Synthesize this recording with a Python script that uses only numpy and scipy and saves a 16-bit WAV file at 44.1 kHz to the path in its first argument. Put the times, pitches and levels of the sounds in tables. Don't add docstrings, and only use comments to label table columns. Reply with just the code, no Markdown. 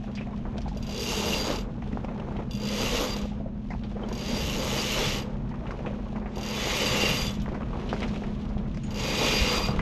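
import sys
import numpy as np
from scipy import signal
from scipy.io import wavfile
from scipy.ndimage import uniform_filter1d

SR = 44100
rng = np.random.default_rng(int(sys.argv[2]) if len(sys.argv) > 2 else 0)


def generate_wav(sig):
    pcm = np.round(np.clip(np.atleast_2d(sig).T, -1, 1) * 32767).astype(np.int16)
    wavfile.write(sys.argv[1], SR, pcm)


N = 432621

# time in seconds, pawl level in dB, rope-over-drum level in dB, gear whirr in dB.
HAUL_CURVES = [
    [(0.89, -53, -43, -47.5), (1.004, -43, -38, -41), (1.096, -40, -31, -36.5), (1.358, -40, -33, -35),
     (1.442, -44, -34, -37), (1.52, -45, -29, -36), (1.608, -53, -39.5, -46.5), (1.68, -93, -46.5, -68),
     (1.7, -83, -43, -62)],
    [(2.64, -50, -39.5, -45.5), (2.676, -45.5, -39.5, -40), (2.822, -40, -33.5, -34.5),
     (2.968, -40, -34, -32.5), (3.018, -39, -32.5, -34.5), (3.238, -57, -42, -48.5), (3.26, -73, -44, -52),
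     (3.278, -73.5, -62, -51), (3.36, -80, -50, -67)],
    [(4.18, -52, -47, -46), (4.222, -51, -45, -43.5), (4.308, -44, -36.5, -38), (4.574, -43, -37, -38),
     (4.584, -43, -33.5, -41), (4.678, -40, -33, -35.5), (5.064, -39, -33, -30.5), (5.19, -46, -36, -38.5),
     (5.28, -74.5, -44, -60)],
    [(6.44, -47.5, -42, -44), (6.632, -42, -34.5, -33), (6.752, -39, -31.5, -32), (7.086, -39, -31, -31),
     (7.19, -40, -35.5, -34.5), (7.244, -43.5, -35.5, -39), (7.338, -54, -41.5, -49),
     (7.378, -60, -61, -54), (7.42, -54, -49, -65)],
    [(8.95, -52.5, -38.5, -49), (8.994, -45.5, -37.5, -38), (9.188, -41, -31, -32.5),
     (9.256, -36, -26.5, -31), (9.274, -39, -30.5, -28.5), (9.578, -41, -31.5, -32),
     (9.63, -45.5, -35, -39.5), (9.662, -48, -40.5, -38), (9.76, -67.5, -36, -58)],
]
# time in seconds, main ring in dB, lowest ring in dB.
RING_CURVES = [
    [(0.89, -57, -61), (0.93, -44, -57), (1.096, -44, -37), (1.19, -43, -41), (1.21, -39, -47),
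     (1.238, -45, -34.5), (1.282, -36.5, -43), (1.322, -52, -32), (1.348, -38, -31), (1.396, -39.5, -52),
     (1.568, -49, -49), (1.64, -65, -65), (1.68, -91, -85)],
    [(2.64, -47, -51), (2.656, -45, -53), (2.734, -45, -48), (2.764, -48, -54), (2.816, -45, -44),
     (2.858, -53, -37), (2.886, -48, -41), (2.998, -51, -39), (3.018, -49, -54), (3.136, -41.5, -49),
     (3.222, -60, -60), (3.254, -70, -56), (3.3, -77, -69)],
    [(4.18, -51, -59), (4.198, -51, -53), (4.308, -48, -58), (4.368, -41.5, -46), (4.526, -60, -42),
     (4.598, -48, -55), (4.678, -50, -48), (4.742, -53, -44), (4.788, -40, -44), (4.85, -54, -40),
     (5.09, -48, -40), (5.234, -52, -53), (5.28, -77, -69)],
    [(6.44, -51, -54), (6.706, -46, -44), (6.736, -51, -37), (6.87, -36.5, -33), (6.914, -40, -35),
     (6.958, -52, -32), (6.974, -48, -35), (7.028, -40, -32.5), (7.156, -46, -38), (7.188, -39.5, -44),
     (7.278, -46, -46), (7.318, -60, -58), (7.4, -68, -64)],
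    [(8.95, -50, -52), (9.062, -47, -54), (9.116, -41, -43), (9.22, -43, -42), (9.24, -35, -33),
     (9.292, -43, -38), (9.378, -35, -34), (9.418, -41, -37), (9.524, -37, -38), (9.54, -43, -43),
     (9.59, -37, -46), (9.708, -46.5, -53), (9.76, -68, -61)],
]
HAUL_LOADS = [(-7, -43, -2, -16, -8, 7, -3, 1, -4, -4), (-5, -13, -4, -11, 5, -14, 0.5, -5, -3, -8),
              (-4.5, -19, -4.5, -5, 9.5, -5.5, -3, 4, -4.5, -5),
              (-2.5, -8, -5, 1, 9.5, -5.5, 0.5, -8, -6, -10), (-4, -30, 13, 9, -15, -4, 2, -3, -4.5, -3)]
# time in seconds, strength in dB.
SINGLE_CLICKS = [(0.7712, -39), (0.8265, -37.5), (0.8667, -38), (0.8925, -35), (0.9098, -36), (0.925, -34),
                 (0.9452, -34), (0.961, -34), (0.9774, -29), (1.558, -30.5), (1.585, -35), (1.61, -42),
                 (2.51, -36.5), (2.5334, -37), (2.551, -35), (2.5716, -39), (2.599, -37), (2.6174, -35.5),
                 (2.634, -33), (2.652, -32), (2.671, -31), (2.687, -28.5), (3.165, -31), (3.186, -34.5),
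                 (3.215, -37), (3.233, -49), (3.255, -46), (4.087, -41), (4.127, -35), (4.152, -37),
                 (4.1768, -35), (4.192, -36), (4.21, -34), (4.222, -38), (4.2363, -37), (4.249, -36),
                 (4.261, -33), (4.272, -37), (4.282, -30.5), (4.2926, -33), (4.3021, -35), (4.3111, -34),
                 (6.358, -37.5), (6.381, -35.5), (6.411, -35.5), (6.431, -31), (6.451, -37), (6.4622, -31),
                 (6.476, -35), (6.486, -30), (6.499, -34), (6.509, -30), (7.308, -34), (7.34, -39),
                 (8.906, -38.5), (8.9196, -43), (8.943, -35.5), (8.958, -34), (8.972, -35), (8.9828, -34),
                 (8.997, -30.5), (9.005, -34)]
SINGLE_CLICK_DRIVE = [14.2, 20.8, 23.6, 16, 11, 16]
# pitch in Hz, nominal width in Hz, level in dB, left over right in dB,
# part that differs between the ears in dB, kind of strike that drives it
DRUM_MODES = [(2200, 60, -12, 0, -80, 4), (2445, 50, -2, 0, -80, 4), (2535, 50, -6, 0, -80, 4),
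              (2790, 110, -5, 0, -80, 1), (2700, 90, -14, 0, -80, 1), (2865, 120, -13, 0, -80, 1),
              (3140, 55, -11, 0, -80, 4), (3520, 60, -10, 0, -80, 4), (3805, 70, -10, 0, -80, 4),
              (6350, 150, -15, 0, -80, 0), (3010, 60, -9, 0, -80, 5), (3445, 70, -4, 0, -80, 0),
              (3940, 60, -13, 0, -80, 0), (4745, 90, -5, 0, -80, 2), (4772, 70, -3, 0, -80, 2),
              (5480, 45, -10, 0, -80, 0), (5600, 160, -14, 0, -80, 0), (6660, 260, -16, 0, -80, 0),
              (7165, 40, -13, 0, -80, 0), (7960, 50, -18, 0, -80, 3), (9160, 300, -27, 0, -80, 3),
              (10300, 900, -35, 0, -80, 3), (11535, 65, -19, 4, -8, 3), (11805, 80, -17, 4, -7, 3),
              (12210, 80, -25, 4, -4, 3), (12470, 70, -25, 4, -4, 3), (12900, 130, -31, 4, -4, 3)]
# frequency in Hz, gain in dB.
TICK_COLOUR = [(880, -19), (1500, -35), (2470, -18), (2830, -4), (4430, -9.5), (4700, -9.5), (6680, -5.5),
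               (8350, -25), (9770, -24.5), (11000, -31), (11400, -20), (12000, -15), (15400, -60)]
# frequency in Hz, density in dB per Hz.
WHIRR_COLOUR = [(880, -27), (1500, -29.5), (2460, -3), (2840, 1), (3310, -0.5), (4050, -2), (4420, -6),
                (4690, -5), (6690, -10.5), (8500, -22.5), (11000, -45), (18700, -120)]
# frequency in Hz, density in dB per Hz.
RUSH_COLOUR = [(140, -54.5), (240, -2), (364, -3), (510, 5.5), (561, -3), (606, -2.5), (727, -10.5),
               (835, -5.5), (1650, -18), (1900, -22.5), (2470, -24), (4180, -120)]
# time in seconds, dull rustle in dB, bright rustle in dB.
REST_CURVES = [
    [(0.0, -47, -53), (0.44, -46, -56), (0.678, -46, -51.5), (0.85, -49, -60)],
    [(1.7, -53, -61), (1.89, -43, -52), (2.178, -41.5, -55), (2.358, -41, -52), (2.5, -47, -60)],
    [(3.35, -47, -54), (3.452, -50, -63), (3.718, -51.5, -56.5), (3.922, -45, -54), (4.08, -39, -54)],
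    [(5.3, -48, -56), (5.568, -42, -56.5), (5.692, -41.5, -50.5), (6.168, -46.5, -54), (6.34, -41, -65)],
    [(7.43, -44, -49.5), (7.63, -40.5, -53.5), (7.99, -37.5, -42.5), (8.62, -46, -55), (8.9, -51, -49.5)],
    [(9.72, -41, -40), (9.81, -47, -46)],
]
# frequency in Hz, density in dB per Hz.
DULL_COLOUR = [(150, -35), (250, 6.5), (263, -14), (292, -5), (333, 1), (390, 1), (963, -8.5), (2000, -22),
               (2600, -24.5), (4400, -120)]
# frequency in Hz, density in dB per Hz.
BRIGHT_COLOUR = [(880, -26), (1500, -11), (1850, -5.5), (2890, -0.5), (3820, -5), (4680, -10.5),
                 (6610, -14), (7870, -25), (12100, -33.5), (15000, -41)]
# time in seconds, peak in dB, pitch in Hz,
# noise decay time (T60) in seconds.
DECK_KNOCKS = [(0.041, -36, 725, 0.043), (0.21, -23.5, 590, 0.056), (0.271, -36, 686, 0.054),
               (0.331, -37, 1040, 0.032), (0.454, -25, 970, 0.26), (0.557, -27, 613, 0.055),
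               (0.585, -31, 700, 0.08), (0.658, -33, 850, 0.053), (0.679, -28, 810, 0.036),
               (0.715, -36, 799, 0.053), (0.763, -32, 600, 0.065), (0.89, -31, 634, 0.065),
               (1.2, -19, 470, 0.073), (1.347, -25, 470, 0.077), (1.503, -21, 450, 0.07),
               (1.824, -31.5, 760, 0.04), (1.954, -34, 550, 0.04), (1.973, -18.5, 930, 0.037),
               (2.046, -23, 605, 0.052), (2.16, -33, 850, 0.04), (2.198, -26, 700, 0.05),
               (2.287, -24.5, 800, 0.02), (2.309, -36, 900, 0.04), (2.36, -31, 730, 0.05),
               (2.388, -36, 810, 0.04), (2.084, -33, 970, 0.071), (2.281, -33, 626, 0.08),
               (3.255, -24, 660, 0.06), (3.316, -37, 774, 0.065), (3.401, -33, 650, 0.081),
               (3.459, -30, 584, 0.14), (3.705, -29, 796, 0.065), (3.719, -34, 900, 0.04),
               (3.739, -27, 900, 0.04), (3.749, -31, 800, 0.03), (3.956, -32, 500, 0.1),
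               (3.968, -30, 800, 0.05), (4.166, -32, 834, 0.065), (4.438, -22, 300, 0.045),
               (5.511, -38, 910, 0.05), (5.54, -33, 1020, 0.075), (5.62, -38, 650, 0.05),
               (5.658, -28, 1120, 0.075), (5.693, -28, 600, 0.04), (5.708, -23, 1460, 0.026),
               (5.72, -32, 1100, 0.061), (5.79, -31, 610, 0.06), (5.805, -34, 597, 0.04),
               (5.851, -31, 860, 0.045), (5.862, -24, 900, 0.03), (5.868, -19, 520, 0.11),
               (5.909, -32, 580, 0.04), (6.062, -39, 1090, 0.058), (6.128, -31, 680, 0.04),
               (6.158, -23.5, 880, 0.094), (6.181, -33, 970, 0.04), (6.258, -29, 686, 0.06),
               (6.371, -22, 655, 0.33), (6.578, -26, 1070, 0.14), (6.672, -21, 719, 0.091),
               (7.029, -20, 800, 0.036), (7.0364, -11, 480, 0.042), (7.46, -24, 920, 0.071),
               (7.481, -23, 900, 0.026), (7.488, -28, 1100, 0.03), (7.518, -20.5, 500, 0.083),
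               (7.552, -24, 800, 0.1), (7.577, -26, 600, 0.04), (7.609, -23, 1020, 0.06),
               (7.62, -36, 1200, 0.03), (7.631, -31, 1200, 0.03), (7.731, -32, 1140, 0.05),
               (7.758, -26, 700, 0.086), (7.774, -32, 750, 0.08), (7.9293, -13, 900, 0.04),
               (8.022, -22, 640, 0.076), (8.221, -26, 705, 0.086), (8.569, -25, 625, 0.041),
               (8.772, -36, 596, 0.044), (9.338, -20, 634, 0.059), (9.687, -17, 684, 0.13),
               (9.793, -15, 1350, 0.053)]
# time in seconds, peak in dB, centre in Hz,
# crisp edge over body in dB, noise decay time (T60) in seconds.
CLOTH_SNAPS = [(0.039, -42, 2670, -5, 0.042), (0.152, -37.5, 4730, -2, 0.13),
               (0.1737, -36, 2530, -24, 0.14), (0.21, -37, 2640, -13, 0.14), (0.269, -45, 2350, -20, 0.07),
               (0.333, -46, 1900, -14, 0.03), (0.375, -47, 2350, 0, 0.048), (0.581, -31, 3300, -1, 0.038),
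               (0.617, -39.5, 3180, 17, 0.074), (0.6579, -52, 2850, -13, 0.07),
               (0.682, -39.5, 2320, 7, 0.1), (0.7482, -50, 4770, -15, 0.07), (1.821, -39, 2000, -14, 0.069),
               (1.929, -38.5, 2300, -13, 0.05), (2.198, -40, 2600, -18, 0.05),
               (2.424, -45, 2800, -15, 0.02), (2.046, -37, 2600, -7, 0.038), (2.086, -44, 2030, -24, 0.047),
               (2.366, -40, 2900, -23, 0.07), (2.388, -40, 2000, -18, 0.033),
               (3.704, -38.5, 1990, -9.5, 0.28), (3.836, -41.5, 3500, -30, 0.11),
               (3.912, -49, 3600, -1, 0.095), (3.9677, -45, 1920, -13, 0.064),
               (4.032, -52, 2920, -21, 0.07), (5.4914, -46, 1980, 2, 0.057),
               (5.516, -42.5, 2100, -19, 0.082), (5.542, -43, 2100, -13, 0.07),
               (5.6074, -51, 2090, -10, 0.07), (5.667, -39.5, 2410, -23, 0.098),
               (5.7094, -34, 1930, -10, 0.09), (5.557, -45, 3000, -6, 0.03), (5.79, -40.5, 2300, -14, 0.08),
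               (5.861, -32.5, 2600, -18, 0.14), (6.1602, -38.5, 2040, -12, 0.086),
               (6.2227, -45, 2010, -17, 0.082), (6.259, -37.5, 1940, -31, 0.094),
               (7.3991, -39.5, 4000, -15, 0.081), (7.46, -37, 1900, -16, 0.03),
               (7.488, -38.5, 2140, -9, 0.07), (7.545, -38, 1940, -9.5, 0.14),
               (7.609, -47, 2020, -22, 0.14), (7.62, -43, 2500, -14, 0.02), (7.631, -40, 2600, -16, 0.02),
               (7.707, -44, 1900, -6, 0.03), (7.731, -41, 2800, -14, 0.03), (7.803, -40, 3080, -15, 0.094),
               (7.891, -34.5, 3470, -24, 0.16), (7.9287, -32.5, 2190, -4, 0.13),
               (7.964, -35, 1700, -14, 0.03), (8.004, -30, 2690, 5, 0.036), (8.0195, -32, 2830, -15, 0.064),
               (8.0295, -26.5, 2920, -11, 0.082), (8.0473, -40, 2300, -15, 0.091),
               (8.079, -37, 2120, 1, 0.096), (8.152, -40, 2680, -15, 0.051),
               (8.1608, -35, 2710, -10, 0.062), (8.236, -36, 2170, -10, 0.054),
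               (8.4906, -45.5, 1950, 1, 0.077), (8.579, -43, 3390, -8, 0.13),
               (8.746, -41, 2300, 1.5, 0.058), (8.772, -36, 2410, -1, 0.042), (8.8354, -43, 2780, 1, 0.095),
               (9.7922, -25.5, 2220, -14, 0.065)]
# time in seconds, peak in dB, pitch in Hz, noise decay (T60) in seconds.
FITTING_PINGS = [(0.186, -39, 2400, 0.05), (0.214, -40, 2600, 0.074), (3.705, -39, 2000, 0.06),
                 (3.733, -42, 2500, 0.05), (4.034, -42, 3120, 0.036), (0.1525, -45, 4780, 0.046),
                 (8.8338, -46, 6780, 0.17), (8.837, -55, 8500, 0.055)]
# time in seconds, peak in dB, pitch in Hz.
HULL_BUMPS = [(1.929, -20, 250), (4.33, -16, 217), (5.069, -19.5, 152), (5.851, -21, 207),
              (6.912, -20.5, 177), (8.885, -24, 130), (9.236, -30, 111), (9.407, -14, 62.4),
              (9.69, -16, 150)]
# frequency in Hz, density in dB per Hz.
RUMBLE_COLOUR = [(8.8, -25), (15, -1), (36, 4), (60, 2.5), (91, -5), (124, -0.5), (173, -1), (204, -4.5),
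                 (264, -9.5), (320, -11.5), (420, -43), (700, -120)]
# time in seconds, level in dB.
RUMBLE_CURVE = [(0.0, -39.5), (0.38, -36), (0.52, -36.5), (1.58, -35.5), (2.84, -33), (3.33, -35.5),
                (3.69, -34.5), (4.23, -35.5), (4.45, -29), (4.81, -35.5), (5.54, -35), (5.76, -36),
                (5.93, -36), (6.56, -38), (7.13, -30), (7.79, -33), (8.22, -32.5), (8.8, -33),
                (9.67, -30.5), (9.81, -25)]
# pitch in Hz, level in dB, rms pitch wander in Hz, rms swell in dB.
HUM_TONES = [(207.1, -39.5, 0.92, 2.5), (238, -44.5, 0.49, 0.6), (127.5, -47.5, 1.16, 2.5),
             (137, -50, 0.96, 2), (113.7, -51, 1.27, 2.5), (195.4, -52, 0.83, 4), (45.6, -43, 0.93, 3),
             (68.7, -49, 1.5, 3.5), (224, -54, 0.99, 6), (251.8, -54.5, 1.22, 2)]
# frequency in Hz, gain in dB.
CHANNEL_DIFFERENCE = [(100, -68), (300, -63.5), (1000, -50.5), (2500, -60), (5000, -40), (8000, -25),
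                      (10600, -19), (11300, -15.5), (13000, -2), (13600, -2), (15500, -6)]

FULL_SPIN_DB, STANDS_DB = -39, -57
MAIN_DRIVE_DB, LOW_DRIVE_DB = 5.5, 6.5
RING_WAVER_DB, RING_WAVER_S = 1.7, 0.023
MODE_WAVER_DB, MODE_WAVER_S = 4.5, 0.077
TICK_T60_S, TICK_DB, ECHO_T60_S, ECHO_DB = 0.018, -11, 0.09, -21
DRONE_HZ, DRONE_WIDTH_HZ = 472, 96
GRAIN_RISE_S = 0.0011
KNOCK_HARDNESS, HARDER_PER_DB = 17, 0.25
KNOCK_SHARPNESS, WIDER_PER_DB = 1.74, 0.45
BUMP_T60_S = 0.24
SNAP_TOP_HZ = 8050
EDGE_HZ = 15300
SOUND_LENGTH = 4000


def gain_of(db):
    return 10 ** (np.asarray(db) / 20)


def evened(x):
    return x / np.sqrt(np.mean(x ** 2) + 1e-20)


def read(points, hz):
    f, value = np.transpose(points)
    return np.interp(np.log(hz + 1), np.log(f + 1), value)


def follow(tables, column, fade=0.17):
    t, out = np.arange(N) / SR, np.full(N, -120.)
    for rows in tables:
        rows = np.array(rows, dtype=float)
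        outside = np.maximum(np.maximum(rows[0, 0] - t, t - rows[-1, 0]), 0)
        curve = np.interp(t, rows[:, 0], rows[:, column])
        out = np.maximum(out, curve - 20 * outside / fade)
    return out


def load(first, last):
    edges = [(rows[0][0], rows[-1][0]) for rows in HAUL_CURVES]
    values = np.array(HAUL_LOADS)[:, [first, last]]
    return np.interp(np.arange(N) / SR, np.ravel(edges), np.ravel(values))


def smooth_noise(steps):
    once = uniform_filter1d(rng.standard_normal(N), size=steps)
    return evened(uniform_filter1d(once, size=steps))


def waver(depth_db, span_s):
    return depth_db * smooth_noise(max(round(span_s * SR), 1))


def colour(x, points):
    gain_db = read(points, abs(np.fft.fftfreq(4096, 1 / SR))).clip(-100)
    log_gain = gain_db * np.log(10) / 20
    phase = signal.hilbert(log_gain).imag
    taps = np.fft.ifft(np.exp(log_gain - 1j * phase)).real[:2048]
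    return signal.oaconvolve(x, taps)[:N]


def ring(x, hz, width):
    r, w = np.exp(-np.pi * width / SR), 2 * np.pi * hz / SR
    return signal.lfilter([np.sin(w)], [1, -2 * r * np.cos(w), r * r], x)


def steep(x, hz, width):
    level = (2 - 2 * np.exp(-np.pi * width / SR)) ** 2
    return ring(ring(x, hz, width), hz, width) * level


def grainy(per_s, spread_db, t60):
    size = gain_of(spread_db * np.minimum(rng.exponential(1, N), 4))
    grains = size * (rng.random(N) < per_s / SR)
    decay = gain_of(-60 / (t60 * SR)) ** 2
    power = signal.lfilter([1], [1, -decay], grains ** 2)
    power = abs(uniform_filter1d(power, size=round(GRAIN_RISE_S * SR)))
    return rng.standard_normal(N) * np.sqrt(power + 3.1)


def puff(noise, t60, hardness):
    t = np.arange(len(noise)) / SR
    rise = 1 - np.exp(-t / 0.00019)
    return noise * gain_of(-60 * t / t60) * rise + hardness * (t == 0)


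def puff_noise(table):
    return rng.standard_normal((len(table), SOUND_LENGTH))


def place(table, sounds, lift_db):
    out = np.zeros(N + SOUND_LENGTH)
    for row, sound in zip(table, sounds):
        start = round(row[0] * SR)
        out[start:start + SOUND_LENGTH] += gain_of(row[1] + lift_db) * sound / abs(sound).max()
    return out[:N]


def hull():
    rumble = evened(colour(rng.standard_normal(N), RUMBLE_COLOUR))
    out = rumble * gain_of(follow([RUMBLE_CURVE], column=1) - 1.46 + waver(1.2, 0.11))
    for hz, db, wander_hz, swell_db in HUM_TONES:
        drift, swell = smooth_noise(5000), smooth_noise(5000)
        phase = 2 * np.pi * np.cumsum(hz + wander_hz * drift) / SR
        out += np.sqrt(2) * gain_of(db + swell_db * swell) * np.sin(phase)
    return out


def rustle():
    dull = evened(colour(grainy(300, 4.25, 0.1), DULL_COLOUR))
    bright = evened(colour(grainy(360, 4.0, 0.03), BRIGHT_COLOUR))
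    dull_db = follow(REST_CURVES, column=1, fade=0.95) + 0.5
    bright_db = follow(REST_CURVES, column=2, fade=0.93) - 6.5
    return dull * gain_of(dull_db) + bright * gain_of(bright_db)


def snaps():
    sounds = []
    for (_, _, hz, edge_db, t60), noise in zip(CLOTH_SNAPS, puff_noise(CLOTH_SNAPS)):
        blow = puff(noise, t60, hardness=5.2)
        body, edge = steep(blow, hz, hz / 1.35), steep(blow, 4870, 3500)
        sounds.append(body / abs(body).max() + gain_of(edge_db) * edge / abs(edge).max())
    dulling = signal.butter(2, SNAP_TOP_HZ, fs=SR)
    return signal.lfilter(*dulling, place(CLOTH_SNAPS, sounds, lift_db=2.5))


def knocks():
    sounds = []
    for (_, db, hz, t60), noise in zip(DECK_KNOCKS, puff_noise(DECK_KNOCKS)):
        hardness = KNOCK_HARDNESS * gain_of(HARDER_PER_DB * (db + 25.5))
        sharpness = max(KNOCK_SHARPNESS - WIDER_PER_DB * (db + 29.5), .7)
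        sounds.append(steep(puff(noise, t60, hardness), hz, hz / sharpness))
    return place(DECK_KNOCKS, sounds, lift_db=0.4)


def pings():
    sounds = [steep(puff(noise, t60, hardness=5.5), hz, 250)
              for (_, _, hz, t60), noise in zip(FITTING_PINGS, puff_noise(FITTING_PINGS))]
    return place(FITTING_PINGS, sounds, lift_db=1.5)


def pawl_strikes():
    level_db = follow(HAUL_CURVES, column=1, fade=.01)
    per_s = np.clip(150 * gain_of(.75 * (level_db - FULL_SPIN_DB)), 45, 260)
    wobble = evened(uniform_filter1d(rng.standard_normal(N), size=300))
    passed = np.floor(np.cumsum(per_s * (1 + .18 * wobble).clip(.1)) / SR)
    teeth = np.diff(passed, prepend=0) * (level_db > STANDS_DB)
    blows = teeth * gain_of(level_db + 1.53 * rng.standard_normal(N)) * np.sqrt(SR / per_s)

    low_db = (follow(RING_CURVES, column=2, fade=.01) - level_db + LOW_DRIVE_DB).clip(-30, 20)
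    low_db += waver(RING_WAVER_DB, RING_WAVER_S)
    main_db = (follow(RING_CURVES, column=1, fade=.01) - level_db + MAIN_DRIVE_DB).clip(-30, 20)
    main_db += waver(RING_WAVER_DB, RING_WAVER_S)
    shrill_db = 0.21 * (level_db + 64.0)
    second_db = load(4, 4) + waver(RING_WAVER_DB, RING_WAVER_S)
    strikes = blows * gain_of([np.zeros(N), low_db, main_db, shrill_db, load(3, 3), second_db])

    singles = [round(s * SR) for s, _ in SINGLE_CLICKS]
    for at in singles:
        strikes[:, at - 650:at + 450] = 0
    for at, (_, db) in zip(singles, SINGLE_CLICKS):
        strikes[:, at] = gain_of(db + np.array(SINGLE_CLICK_DRIVE))
    strikes[1:3, singles] *= gain_of([load(6, 7)[singles], load(8, 9)[singles]])

    rattle = rng.standard_normal(1500) * gain_of(-60 * np.arange(1500) / SR / 0.1)
    strikes[3] = signal.oaconvolve(strikes[3], rattle / np.linalg.norm(rattle))[:N]
    return strikes


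def drum_ring(strikes):
    signs = rng.choice([-1., 1.], (2, N))
    out = np.zeros((2, N))
    for hz, width, db, pan_db, unlike_db, kind in DRUM_MODES:
        waver_db = waver(MODE_WAVER_DB, MODE_WAVER_S) if kind == 0 else 0
        both, apart = steep(strikes[kind] * signs * gain_of(waver_db), hz, 0.7 * width)
        panned = both * gain_of([[pan_db / 2], [-pan_db / 2]])
        ears = panned + gain_of(unlike_db) * apart * [[1], [-1]]
        tilt_db = .5 * np.log2(hz / 4000)
        out += gain_of(db + tilt_db + 23.0) * ears
    return out


def click_scatter(blows):
    after = np.arange(3000) / SR
    fading = gain_of(-60 * after / TICK_T60_S + TICK_DB) + gain_of(-60 * after / ECHO_T60_S + ECHO_DB)
    scatter = rng.standard_normal((4, 3000)) * fading
    path = rng.integers(0, 4, N)
    echoed = sum(signal.oaconvolve(blows * (path == k), taps)[:N] for k, taps in enumerate(scatter))
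    return gain_of(3.5) * colour(echoed, TICK_COLOUR)


def pawls():
    strikes = pawl_strikes()
    return drum_ring(strikes) + click_scatter(strikes[0])


def gears():
    grind = grainy(400, 2.8, .02)
    dark = evened(steep(grind, 2100, 600))
    whirr = evened(colour(grind, WHIRR_COLOUR)) + gain_of(load(0, 0)) * dark
    return whirr * gain_of(follow(HAUL_CURVES, column=3) - 2.5)


def rope():
    rub = grainy(300, 1.0, 0.1)
    pawl_db = follow(HAUL_CURVES, column=1)
    rush = evened(colour(rub, RUSH_COLOUR))
    drone = evened(steep(rub, DRONE_HZ, DRONE_WIDTH_HZ))
    groan = evened(steep(rub, 1150, 400))
    out = rush * gain_of(follow(HAUL_CURVES, column=2) + waver(1.3, 0.063))
    out += drone * gain_of(pawl_db + load(5, 5) + waver(4.0, 0.04))
    return out + groan * gain_of(pawl_db + load(1, 2))


def bumps():
    sounds = [steep(puff(noise, BUMP_T60_S, hardness=60.0), hz, hz / 1.96)
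              for (_, _, hz), noise in zip(HULL_BUMPS, puff_noise(HULL_BUMPS))]
    return place(HULL_BUMPS, sounds, lift_db=-3.0)


def scene():
    deck_sounds = rustle() + snaps() + knocks() + pings()
    winch = pawls() + gears() + rope()
    return hull() + deck_sounds + winch + bumps()


def record(dry):
    taps = rng.standard_normal(1500) * gain_of(-40 * np.arange(1500) / 1500)
    smeared = signal.oaconvolve(dry.mean(0), taps / np.linalg.norm(taps))
    apart = colour(smeared, CHANNEL_DIFFERENCE)
    hiss = gain_of(-110) * rng.standard_normal((2, N))
    channels = dry + apart * [[1], [-1]] + hiss
    band_limit = signal.firwin(511, EDGE_HZ, window=("kaiser", 9), fs=SR)
    return signal.oaconvolve(channels, band_limit[None], "same")


dry = scene()
out = record(dry)
generate_wav(out)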